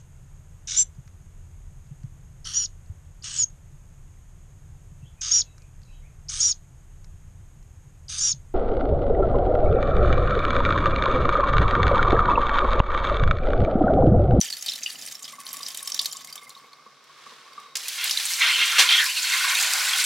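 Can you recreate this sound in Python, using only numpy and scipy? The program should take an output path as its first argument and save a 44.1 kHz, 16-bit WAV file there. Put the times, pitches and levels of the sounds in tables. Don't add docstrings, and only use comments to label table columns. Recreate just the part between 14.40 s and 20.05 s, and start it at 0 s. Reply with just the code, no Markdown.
import sys
import numpy as np
from scipy import signal
from scipy.fft import rfft, irfft, next_fast_len
from scipy.io import wavfile

SR = 44100
rng = np.random.default_rng(int(sys.argv[2]) if len(sys.argv) > 2 else 0)


def bounce(signal):
    frames = np.transpose(np.atleast_2d(signal))
    limited = np.clip(frames, -1, 1)
    pcm = np.round(limited * 32767).astype(np.int16)
    wavfile.write(sys.argv[1], SR, pcm)


N = 249165
TIME = np.arange(N) / SR


def gain_of(db):
    return 10 ** (np.asarray(db) / 20)


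def evened(x):
    return x / np.sqrt(np.mean(x ** 2) + 1e-20)


def value_at(points, hz):
    known_hz, value = np.transpose(points)
    return np.interp(np.log(hz + 1), np.log(known_hz + 1), value)


def loudness(rows):
    times, db = np.transpose(rows)
    outside = np.maximum(times[0] - TIME, 0) + np.maximum(TIME - times[-1], 0)
    return gain_of(np.interp(TIME, times, db)) * np.exp(-(outside / 0.098) ** 2)


def held(start_s, end_s, attack_s, release_s):
    rise = 1 - np.exp(-np.maximum(TIME - start_s, 0) / attack_s)
    return rise * np.exp(-np.maximum(TIME - end_s, 0) / release_s)


def drift(rate_hz):
    return evened(signal.sosfilt(signal.butter(2, rate_hz, fs=SR, output="sos"), rng.standard_normal(N)))


def waver(depth_db, rate_hz):
    return gain_of(depth_db * drift(rate_hz))


def add(mix, start_s, sound):
    part = mix[max(round(start_s * SR), 0):][:len(sound)]
    part += sound[:len(part)]


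def colour(x, points):
    size = next_fast_len(len(x) + SR // 10)
    gains = gain_of(value_at(points, np.fft.rfftfreq(size, 1 / SR)))
    return irfft(rfft(x, size) * gains, size)[:len(x)]


def cut_lows(x, hz, order):
    return signal.sosfilt(signal.butter(order, hz, "highpass", fs=SR, output="sos"), x)


def resonate(x, hz, width):
    return signal.lfilter(*signal.iirpeak(hz, hz / min(width, SR / 4), SR), x)


def sliding_resonance(x, hz, width):
    turn = np.exp(2j * np.pi * np.cumsum(hz) / SR)
    decay = np.exp(-np.pi * width / SR)
    return 2 * (turn * signal.lfilter([1 - decay], [1, -decay], x / turn)).real


def ring(x, notes):
    return sum(gain_of(db) * resonate(x, hz, width) for hz, width, db in notes)


def noisy_note(hz, width, samples=N):
    return evened(resonate(resonate(rng.standard_normal(samples), hz, width), hz, width))


def impacts(per_s, spread_db):
    size = gain_of(spread_db * np.minimum(rng.exponential(1, N), 4))
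    return size * rng.choice([-1, 1], N) * (rng.random(N) < per_s / SR)


def bubbles(per_s, spread_db, cycles, top_hz):
    births = impacts(per_s, spread_db)
    pitches = np.geomspace(top_hz / 16, top_hz, 40)
    pitch_index = np.searchsorted(pitches, rng.uniform(0, top_hz, N))
    out, t = np.zeros(N), np.arange(SR // 25) / SR
    for k, hz in enumerate(pitches):
        age = hz * t / cycles
        ping = np.sin(2 * np.pi * hz * t * (1 + .005 * np.minimum(age, 5))) * np.exp(-age)
        out += signal.oaconvolve(births * (pitch_index == k), evened(ping))[:N]
    return evened(out)


def wall_echoes(x, t60_s, count):
    when, sign = rng.random((count, 2)).T
    echoes = np.zeros(SR // 40)
    delay = (when * (len(echoes) - 20)).astype(int) + 20
    echoes[delay] = np.sign(sign - .5) * gain_of(-60 * delay / SR / t60_s)
    return signal.oaconvolve(x, echoes / np.linalg.norm(echoes))[:len(x)]


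# (pitch [Hz], width [Hz], level [dB])
STEEL_NOTES = [(700, 140, -3.5), (1750, 68, -5), (2030, 31, 0), (3140, 120, 3.5), (3630, 250, -0.5),
               (3980, 140, -5), (4650, 130, 1.5), (5470, 190, -1), (5900, 140, -7.5), (6450, 130, -8),
               (7100, 140, -3.5), (8120, 130, -10), (12400, 440, -13)]
def steel(x):
    return 0.55 * x + ring(x, STEEL_NOTES)


def rattle(per_s, spots):
    out = np.zeros(N)
    for _ in range(spots):
        ticks = impacts(per_s / spots, spread_db=2.6)
        out += ticks + 1.3 * wall_echoes(ticks, t60_s=0.03, count=40)
    return steel(evened(out))


# (time [s], level [dB])
POUR_LEVELS = [(0.0, -28), (0.17, -39.5), (0.5, -39), (0.7, -38.5), (0.79, -45.5), (0.88, -45), (1.03, -43),
               (1.12, -40), (1.26, -39.5), (1.42, -40.5), (1.56, -42.5), (1.87, -47), (2.14, -52.5),
               (2.4, -73)]
# (frequency [Hz], level [dB])
POUR_TONE = [(100, -56), (400, -21), (700, -21.5), (1300, -9.5), (2000, 0.5), (2700, 1), (3200, -4),
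             (5000, -1), (7500, -2), (11000, -4), (15500, -9)]
def pour():
    ticks = rattle(per_s=260, spots=6)
    foam = bubbles(per_s=700, spread_db=3, cycles=6, top_hz=15000)
    sparkle = bubbles(per_s=260, spread_db=3.5, cycles=13, top_hz=13000)
    sparkle = evened(colour(sparkle, [(2500, -39), (4500, 11), (6500, 12), (14000, -1)]))
    stream = evened(colour(0.24 * foam + ticks, POUR_TONE)) + 0.54 * sparkle
    return gain_of(-5) * loudness(POUR_LEVELS) * waver(depth_db=2, rate_hz=18) * stream


# (pitch [Hz], width [Hz], level [dB])
FLOOR_NOTES = [(153, 17, 5), (233, 17, 5.5), (261, 54, 1.5), (620, 280, 1)]
def sink_floor():
    stream = gain_of(-47) * loudness(POUR_LEVELS) ** 0.39
    stray_water = gain_of(-72.5)
    return np.hypot(stream, stray_water) * evened(ring(impacts(per_s=510, spread_db=5.5), FLOOR_NOTES))


# (frequency [Hz], level [dB])
AIR_TONE = [(15, -75), (25, -43), (90, -15), (142, -14), (383, -2), (462, -0.5), (856, -6.5), (1120, 2.5),
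            (1280, 4.5), (1860, -18), (2070, -4), (2850, -17), (3540, -8.5), (5570, -4), (15000, -68)]
def room_tone():
    air = evened(colour(rng.standard_normal(N), AIR_TONE))
    hum = noisy_note(hz=144.7, width=14)
    return gain_of(-60.5) * air + gain_of(-78) * hum


# (frequency [Hz], level [dB])
SPLAT_TONE = [(100, -39), (400, -5.5), (1000, -2.5), (3000, 5.5), (6000, 7), (10000, 11.5), (13000, 7),
              (15500, 0)]
# (time [s], level [dB], pitch [Hz], splat level [dB], ring time [s])
BIG_DROPS = [(0.0121, -5.5, 5900, -35, 0.002), (0.031, -27, 5500, -53, .0026),
             (0.0602, -22, 2700, -51, .003), (0.1022, -18.5, 4760, -44, 0.0027),
             (0.168, -24, 4770, -37, 0.0028), (0.2243, -20, 6430, -33, .0026),
             (0.261, -17.5, 4370, -30.5, 0.0053), (0.283, -15, 3930, -46, 0.0023),
             (0.295, -16, 5280, -50, 0.0035), (0.3344, -22, 3580, -34, 0.0032),
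             (0.357, -20.5, 4130, -35, .003), (0.433, -13.5, 6070, -47, .003),
             (0.5015, -19, 4350, -43, 0.0027), (0.613, -27, 6280, -43, .0026),
             (0.622, -24.5, 4900, -43, .0026), (0.662, -24.5, 8440, -40, .0024),
             (0.6832, -24.5, 4830, -40, .0026), (0.722, -22, 6340, -37, 0.0023),
             (0.7517, -25.5, 5470, -44, .003), (0.8293, -25, 6330, -40.5, 0.0023),
             (1.001, -28, 8980, -50, 0.0029), (1.065, -20.5, 4200, -42, 0.0019),
             (1.0893, -25, 5870, -48, 0.002), (1.1295, -21, 12300, -35.5, .0024),
             (1.1682, -26, 7100, -37, 0.0024), (1.206, -27.5, 3630, -43, .003),
             (1.2303, -19, 4850, -39, .0026), (1.2637, -15.5, 5030, -50, 0.0017),
             (1.272, -23, 5600, -54, .0026), (1.283, -28, 8150, -31.5, .0026),
             (1.304, -23.5, 5260, -46, 0.0023), (1.346, -30.5, 3560, -31.5, .0026),
             (1.3724, -21.5, 7980, -32, 0.0029), (1.427, -19.5, 9370, -40, 0.0041),
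             (1.474, -19, 5330, -27, 0.0025), (1.499, -26, 7500, -33, .0026),
             (1.519, -11.5, 5450, -41, 0.0018), (1.544, -12.5, 5450, -30, 0.0022),
             (1.592, -5.5, 4300, -32, .0022), (1.614, -23, 4000, -31, .0026),
             (1.645, -25, 4560, -35, 0.0024), (1.6567, -10.5, 4340, -25.5, 0.0022),
             (1.662, -15, 6200, -49, 0.0023), (1.7243, -20, 7360, -36, 0.0027),
             (1.7298, -24.5, 4200, -35, 0.0021), (1.768, -21, 7380, -55, 0.002),
             (1.7978, -36, 3500, -52, .0026), (1.8148, -32, 4640, -59, 0.0028),
             (1.8457, -29.5, 6600, -38, .003), (1.872, -33, 4400, -43, .003),
             (1.8992, -31, 4900, -49, .003), (1.926, -26, 4620, -39.5, .003),
             (1.9554, -28.5, 6070, -33.5, .0026), (2.0934, -32, 7270, -41, 0.0026),
             (2.64, -46, 5900, -57, .0026), (3.132, -37, 4700, -58, .0015), (3.2, -39, 5340, -53, .001),
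             (3.695, -11, 2800, -41, 0.0015), (3.7098, -5, 5030, -27, 0.0015),
             (3.7733, -4.5, 4000, -33, 0.0014), (3.8535, -12, 8260, -28, 0.0023),
             (4.4891, -3.5, 3380, -49, 0.0013), (5.64, -9.5, 7970, -31, 0.0022)]
def drops():
    out, t = np.zeros(N), np.arange(SR // 12) / SR
    for start_s, db, hz, splat_db, ring_s in BIG_DROPS:
        slap_noise, splat_noise = rng.standard_normal((2, len(t)))
        fade = np.exp(-t / ring_s) * (1 - np.exp(-t * hz / 6))
        bubble = np.sin(2 * np.pi * hz * t * (1 + 2 * t)) * fade
        slap = evened(resonate(resonate(slap_noise, hz, .5 * hz), hz, 0.71 * hz)) * fade
        hit = steel(cut_lows(1.6 * bubble + slap, hz=2800, order=4))
        hit += 0.53 * wall_echoes(hit, t60_s=0.018, count=24)
        splat_fade = (np.exp(-t / 0.003) + 0.047 * np.exp(-t / 0.026)) * (1 - np.exp(-t / 0.001))
        splat = evened(colour(splat_noise, SPLAT_TONE)) * splat_fade
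        add(out, start_s, gain_of(db - 4) * hit / abs(hit).max())
        add(out, start_s, gain_of(splat_db + 7.5) * (0.25 * splat + steel(splat)))
    return out


def splatter(peak_after_s=0.019):
    power = np.zeros(N)
    age = np.arange(SR // 4) / SR / peak_after_s
    for start_s, db, *_ in BIG_DROPS:
        add(power, start_s, gain_of(db - 32.5) ** 2 * age * np.exp(1 - age))
    droplets = steel(bubbles(per_s=900, spread_db=3, cycles=9, top_hz=13000))
    return np.sqrt(power) * evened(colour(droplets, [(1500, -15), (3500, 1), (7000, 0), (13000, -8)]))


# (time [s], level [dB], pitch [Hz])
PLINK_BUBBLES = [(0.064, -36, 6600), (0.082, -36, 3040), (0.126, -22.5, 4230), (0.184, -35, 10900),
                 (0.21, -35, 6350), (0.288, -23.5, 3460), (0.319, -25, 3900), (0.422, -36.5, 2450),
                 (0.4347, -32, 6930), (0.4605, -21, 2710), (0.514, -47, 9700), (0.529, -38, 9300),
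                 (0.5556, -38, 2730), (0.7218, -35, 6450), (0.7936, -40, 8240), (0.825, -35, 6970),
                 (0.843, -33, 4850), (0.852, -35, 3400), (0.879, -34.5, 3150), (0.9373, -41.5, 8650),
                 (1.053, -39, 9750), (1.139, -36, 10700), (1.19, -41, 9400), (1.224, -39, 7900),
                 (1.253, -37, 5700), (1.3915, -33.5, 3590), (1.407, -53, 7800), (1.429, -37, 10900),
                 (1.4486, -38, 6000), (1.457, -37, 7540), (1.577, -49, 2350), (1.714, -35, 5380),
                 (1.9776, -35, 3460), (2.033, -46, 9450), (2.1026, -39, 4040), (2.1505, -40, 3700),
                 (2.174, -45, 4130), (2.3313, -41, 4200), (3.935, -22.5, 5440), (4.662, -20.5, 5230),
                 (4.825, -24, 7120), (4.83, -26, 6400), (5.152, -19, 3510), (5.225, -21, 6560),
                 (5.533, -21.5, 3130)]
def plinks():
    out, t = np.zeros(N), np.arange(SR // 12) / SR
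    for start_s, db, hz in PLINK_BUBBLES:
        ring_s = 0.0023 * np.sqrt(3000 / hz)
        swell = (t / ring_s) * np.exp(-(t / ring_s) ** 2)
        note = np.sin(2 * np.pi * hz * t * (1 + 11 * t)) * swell
        hiss = cut_lows(rng.standard_normal(len(t)), .7 * hz, order=4)
        tick = steel(evened(resonate(hiss, hz, .5 * hz))) * (swell + 0.069 * np.exp(-t / 0.0067))
        plink = note + 0.3 * tick
        plink += 0.96 * wall_echoes(plink, t60_s=0.053, count=24)
        add(out, start_s, gain_of(db + 5) * plink / abs(plink).max())
    return out


# (time [s], level [dB], length [s], strongest frequency [Hz], low cut [Hz])
SPURTS = [(0.27, -33.5, 0.045, 4200, 1810), (0.493, -38, 0.012, 4800, 1200),
          (0.844, -40, 0.016, 4970, 1500), (0.878, -39, 0.022, 4330, 1500),
          (3.354, -19.5, 0.0055, 4300, 1280), (3.3673, -20, 0.0045, 5340, 1400),
          (3.482, -22, 0.0055, 9500, 3000), (3.641, -19.5, 0.0037, 11400, 7000),
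          (3.646, -27.5, 0.029, 2800, 398), (3.796, -25, 0.012, 3040, 1100),
          (3.886, -27.5, 0.056, 8050, 1500), (4.381, -9.5, 0.035, 2753, 260),
          (4.641, -22, 0.0027, 8670, 4000), (4.655, -20, 0.004, 8500, 3000),
          (5.149, -18.5, 0.003, 8000, 4000), (5.184, -23, 0.0026, 7800, 4000),
          (5.197, -20, 0.012, 5500, 3000), (5.211, -17, 0.0032, 7300, 3500),
          (5.225, -22.5, 0.007, 7500, 4000), (5.335, -16, 0.003, 6600, 3500),
          (5.584, -22, 0.0034, 9000, 4000), (5.598, -21, 0.017, 4500, 2500)]
def splashes():
    out = np.zeros(N)
    tone = [(100, -15), (400, 2.5), (1200, 7.5), (7000, 7.5), (15000, 1)]
    for start_s, db, length_s, hz, low_cut_hz in SPURTS:
        age = np.maximum(TIME - start_s, 0) / length_s
        droplets = cut_lows(impacts(per_s=9000, spread_db=2.8), low_cut_hz, order=2)
        shower = evened(colour(resonate(droplets, hz, width=hz), tone))
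        out += gain_of(db) * shower * (1 - np.exp(-age / 0.12)) * np.exp(-age ** 2 / 2)
    return out


# (pitch [Hz], width [Hz], level [dB])
THROAT_NOTES = [(238, 27, -39), (440, 34, -33), (1500, 53, -7), (2130, 93, -5), (3680, 59, -11)]
def burble():
    pops = impacts(per_s=420, spread_db=2.6)
    main_hz = 1120 * (1 + 0.027 * drift(rate_hz=13))
    return evened(ring(pops, THROAT_NOTES) + gain_of(7) * sliding_resonance(pops, main_hz, width=50))


PIPE_HZ = 477
def trickle(start_s=0.72, end_s=3.4):
    age = np.maximum(TIME - start_s, 0)
    flow = held(start_s, end_s, attack_s=0.15, release_s=0.35) * waver(depth_db=2.1, rate_hz=11)
    throat = gain_of(-50.5 - 3 * age) * burble()
    pipe = evened(resonate(impacts(per_s=55, spread_db=-6), PIPE_HZ, width=38))
    return flow * (throat + gain_of(-84 + 5.5 * age) * pipe)


# (time [s], level [dB], pitch [Hz], pipe level [dB])
AIR_GULPS = [(0.9322, -38.5, 1112, -69), (0.937, -44, 2030, -64), (0.9856, -37, 1110, -62),
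             (1.1424, -38.5, 1107, -55), (1.2054, -36.5, 1116, -49), (1.605, -40, 1100, -55),
             (1.686, -44, 1150, -55), (1.753, -40, 1093, -67), (1.8816, -44, 2130, -76),
             (1.9794, -47, 2220, -60), (2.0253, -44.5, 2100, -54), (2.0702, -43, 2070, -60),
             (2.166, -40, 1105, -54), (2.2406, -52, 2160, -47), (2.464, -39.5, 1094, -45.5),
             (2.866, -37, 1130, -49), (2.9218, -45, 1010, -46.5), (3.1801, -30, 1157, -50),
             (3.241, -45, 1125, -54), (3.261, -42.5, 1140, -69), (3.2803, -44, 1130, -71)]
def gulps():
    out, t = np.zeros(N), np.arange(SR // 8) / SR
    for start_s, db, hz, pipe_db in AIR_GULPS:
        note = np.sin(2 * np.pi * hz * t * (1 + 0.92 * t)) * np.exp(-t / 0.0078)
        froth = noisy_note(hz, width=200, samples=len(t)) * np.exp(-t / 0.029)
        pipe = (np.sin(2 * np.pi * PIPE_HZ * t) + 0.38 * np.sin(2 * np.pi * 222 * t)) * np.exp(-t / 0.011)
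        gulp = gain_of(db + 5.5) * (note + 0.074 * froth) + gain_of(pipe_db) * pipe
        add(out, start_s - .002, gulp * (1 - np.exp(-t / 0.002)))
    return out


# (time [s], level [dB])
SLEEVE_LEVELS = [(2.2, -50), (2.372, -51.5), (2.596, -51), (2.74, -45.5), (2.9, -40), (3.032, -44.5),
                 (3.234, -44), (3.35, -51)]
# (frequency [Hz], level [dB])
CLOTH_TONE = [(120, -42), (400, -1.5), (750, -6), (1400, 5), (2500, 1), (3800, 3.5), (6000, -4),
              (9000, -12), (15500, -25)]
def sleeve():
    fibres = impacts(per_s=11000, spread_db=4)
    return gain_of(-9) * loudness(SLEEVE_LEVELS) * evened(colour(fibres, CLOTH_TONE))


TAP_OPEN_S = 3.365
def whistle():
    swell = held(start_s=3.15, end_s=TAP_OPEN_S, attack_s=0.0068, release_s=.015)
    return gain_of(-61.5) * swell * noisy_note(hz=3810, width=110)


# (pitch [Hz], width [Hz], level [dB])
BOWL_NOTES = [(1480, 104, 13.5), (2640, 70, -10), (4200, 56, -13), (4500, 70, -16), (7500, 250, -2)]
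# (frequency [Hz], level [dB])
FIZZ_TONE = [(200, -46), (800, -17.5), (2000, 1.5), (3300, 2.5), (4300, 5.5), (5000, 2.5), (7300, 0),
             (8200, -2), (11400, -5), (15500, -14)]
def fizz(flow, open_for_s):
    spray = evened(impacts(per_s=20000, spread_db=2.6))
    spray += bubbles(per_s=6000, spread_db=3.2, cycles=10, top_hz=15500)
    uncovered = held(start_s=4.68, end_s=N / SR, attack_s=0.08, release_s=0.1)
    spray += 0.49 * uncovered * ring(spray, BOWL_NOTES)
    filling_db = -27.5 + open_for_s
    hand_db = -3 * np.exp(-((TIME - 4.75) / 0.08) ** 2)
    level = flow * gain_of(filling_db + hand_db) * waver(depth_db=1, rate_hz=25)
    return level * evened(colour(spray, FIZZ_TONE))


# (time [s], length [s], small bubble level [dB], medium bubble level [dB])
HAND_STIRS = [(3.576, 0.078, -26.5, -41), (3.793, 0.013, -36, -47), (3.899, 0.014, -28, -35.5),
              (3.979, 0.048, -28, -32), (4.003, 0.086, -16, -25.5), (4.078, 0.096, -18, -35.5),
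              (4.177, 0.069, -18, -30), (4.26, 0.24, -21.5, -32), (4.354, 0.13, -20, -27),
              (4.487, 0.12, -15, -28.5), (4.626, 0.055, -39, -34.5), (4.837, 0.071, -25.5, -41),
              (4.911, 0.078, -24, -26.5), (4.998, 0.14, -26, -24.5), (5.16, 0.14, -32, -31.5),
              (5.313, 0.22, -32, -29), (5.49, 0.16, -28, -39)]
def stirring(flow):
    small, medium = flow * gain_of(-46), flow * gain_of(-45)
    for start_s, length_s, small_db, medium_db in HAND_STIRS:
        stir = held(start_s, start_s + length_s, attack_s=0.005, release_s=0.021)
        small = np.hypot(small, gain_of(small_db) * stir)
        medium = np.hypot(medium, gain_of(medium_db) * stir)
    return small, medium


# (pitch [Hz], width [Hz], level [dB])
BASIN_NOTES = [(1410, 41, 4), (1884, 25, 1), (2130, 72, 5), (2350, 89, -0.5), (2640, 15, 8.5),
               (2800, 52, 1), (3210, 20, 5), (3627, 43, 9), (4180, 95, 7.5)]
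# (frequency [Hz], level [dB])
SMALL_TONE = [(400, -37), (1000, -12), (1500, -5), (2150, 1), (2900, 1.5), (3250, 5), (3900, -2),
              (4900, -8.5), (8000, -5), (15000, -50)]
MEDIUM_TONE = [(300, -72), (700, -46), (850, -21), (1030, 0.5), (1250, -9.5), (1470, 2), (1700, -3),
               (2500, -1.5), (6000, -52)]
LARGE_TONE = [(150, -71), (330, -17.5), (500, -14), (650, -0.5), (820, 1.5), (1100, -13), (2500, -50)]
def bubbling(flow):
    small_gain, medium_gain = stirring(flow)
    small_gain *= waver(depth_db=1.44, rate_hz=7.4)
    welling = gain_of(-49.5) * np.exp(-((TIME - 5.316) / 0.25) ** 2)
    large_gain = (flow > 0) * gain_of(-64) + welling
    small = bubbles(per_s=4600, spread_db=2, cycles=6, top_hz=6000)
    bigger = bubbles(per_s=1700, spread_db=0.6, cycles=9.6, top_hz=3001)
    return (gain_of(-5.5) * small_gain * evened(colour(small + ring(small, BASIN_NOTES), SMALL_TONE))
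            + gain_of(-3.5) * medium_gain * evened(colour(bigger, MEDIUM_TONE))
            + large_gain * evened(colour(bigger, LARGE_TONE)))


def tap(first_flow=0.26, rise_s=0.42):
    open_for_s = np.maximum(TIME - TAP_OPEN_S, 0)
    flow = (open_for_s > 0) * (1 - (1 - first_flow) * np.exp(-open_for_s / rise_s))
    return fizz(flow, open_for_s) + bubbling(flow)


# (time [s], level [dB], length [s], start pitch [Hz], end pitch [Hz])
AIR_POCKETS = [(4.006, -12, 0.045, 2135, 2008), (4.055, -22, 0.049, 2875, 2590),
               (4.123, -16, 0.065, 2950, 3090), (4.161, -48.5, 0.091, 454, 400),
               (4.214, -17, 0.031, 3244, 3290), (4.313, -24.5, 0.091, 1470, 1520),
               (4.512, -12.5, 0.068, 3310, 3180), (4.565, -12.5, 0.049, 3224, 3256),
               (4.581, -16, 0.079, 1860, 1725), (4.682, -20.5, 0.046, 2620, 2910),
               (4.748, -22, 0.049, 2640, 2860), (4.762, -19, 0.039, 4200, 4400),
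               (4.823, -24, 0.04, 4400, 4350), (4.921, -19, 0.055, 2100, 2350),
               (5.04, -34, 0.044, 1590, 1817), (5.129, -21, 0.092, 2180, 2936),
               (5.338, -24.5, 0.026, 1406, 1480), (5.514, -24, 0.062, 2600, 3040),
               (5.6, -21, 0.039, 2130, 2250)]
def pockets(width_hz=380, attack_s=0.0094):
    out, t = np.zeros(N), np.arange(SR // 6) / SR
    smoothing = signal.windows.hann(int(1.4 * SR / width_hz))
    for start_s, db, length_s, start_hz, end_hz in AIR_POCKETS:
        progress = np.minimum(t / length_s, 1)
        flutter = signal.fftconvolve(rng.standard_normal((len(t), 2)) @ [1, 1j], smoothing, "same")
        note = np.exp(2j * np.pi * np.cumsum(start_hz + (end_hz - start_hz) * progress) / SR)
        swell = (1 - np.exp(-t / attack_s)) * (1 - progress ** 3)
        add(out, start_s, gain_of(db - 4.5) * evened((flutter * note).real) * swell)
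    return out


# (frequency [Hz], time to fade by 60 dB [s])
KITCHEN_FADE = [(200, 0.49), (1000, 0.26), (4000, 0.14), (14000, 0.15)]
def kitchen(x):
    hz, t, noise = signal.stft(rng.standard_normal(SR // 2), SR, nperseg=256)
    fade = gain_of(-60 * t / value_at(KITCHEN_FADE, hz)[:, None]) * (1 - np.exp(-t / 0.0026))
    tail = signal.istft(noise * fade, SR, nperseg=256)[1]
    return signal.fftconvolve(x, tail / np.linalg.norm(tail))[:N]


# (frequency [Hz], side level [dB])
STEREO_SPREAD = [(60, -14), (150, -29), (300, -15.5), (1300, -18), (2800, -15.5), (5600, -10.5),
                 (10000, -7), (14000, -3.5)]
def scene():
    falling = pour() + drops() + splatter() + plinks() + sink_floor()
    sloshing = splashes() + pockets()
    sloshing = 0.83 * sloshing + 0.037 * ring(sloshing, BASIN_NOTES)
    sounds = falling + sloshing + trickle() + gulps() + sleeve() + whistle() + tap()
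    mid = sounds + gain_of(-12) * kitchen(sounds) + room_tone()
    left_right = noisy_note(hz=50, width=60)
    reflected = wall_echoes(mid, t60_s=0.068, count=200)
    side = colour(0.38 * mid * left_right + 0.77 * reflected + 2 * (room_tone() + sleeve()), STEREO_SPREAD)
    return np.array([mid + side, mid - side]) * gain_of([[-.3], [.3]])


def record(dry, bottom_hz=85, top_hz=15950):
    rounded = dry / (1 + (dry / .92) ** 12) ** (1 / 12)
    thinned = cut_lows(rounded, bottom_hz, order=3)
    treble_cut = signal.firwin(1023, top_hz, window=("kaiser", 9), fs=SR)
    return signal.oaconvolve(thinned, treble_cut[None], "same")


dry = scene()
out = record(dry)
bounce(out)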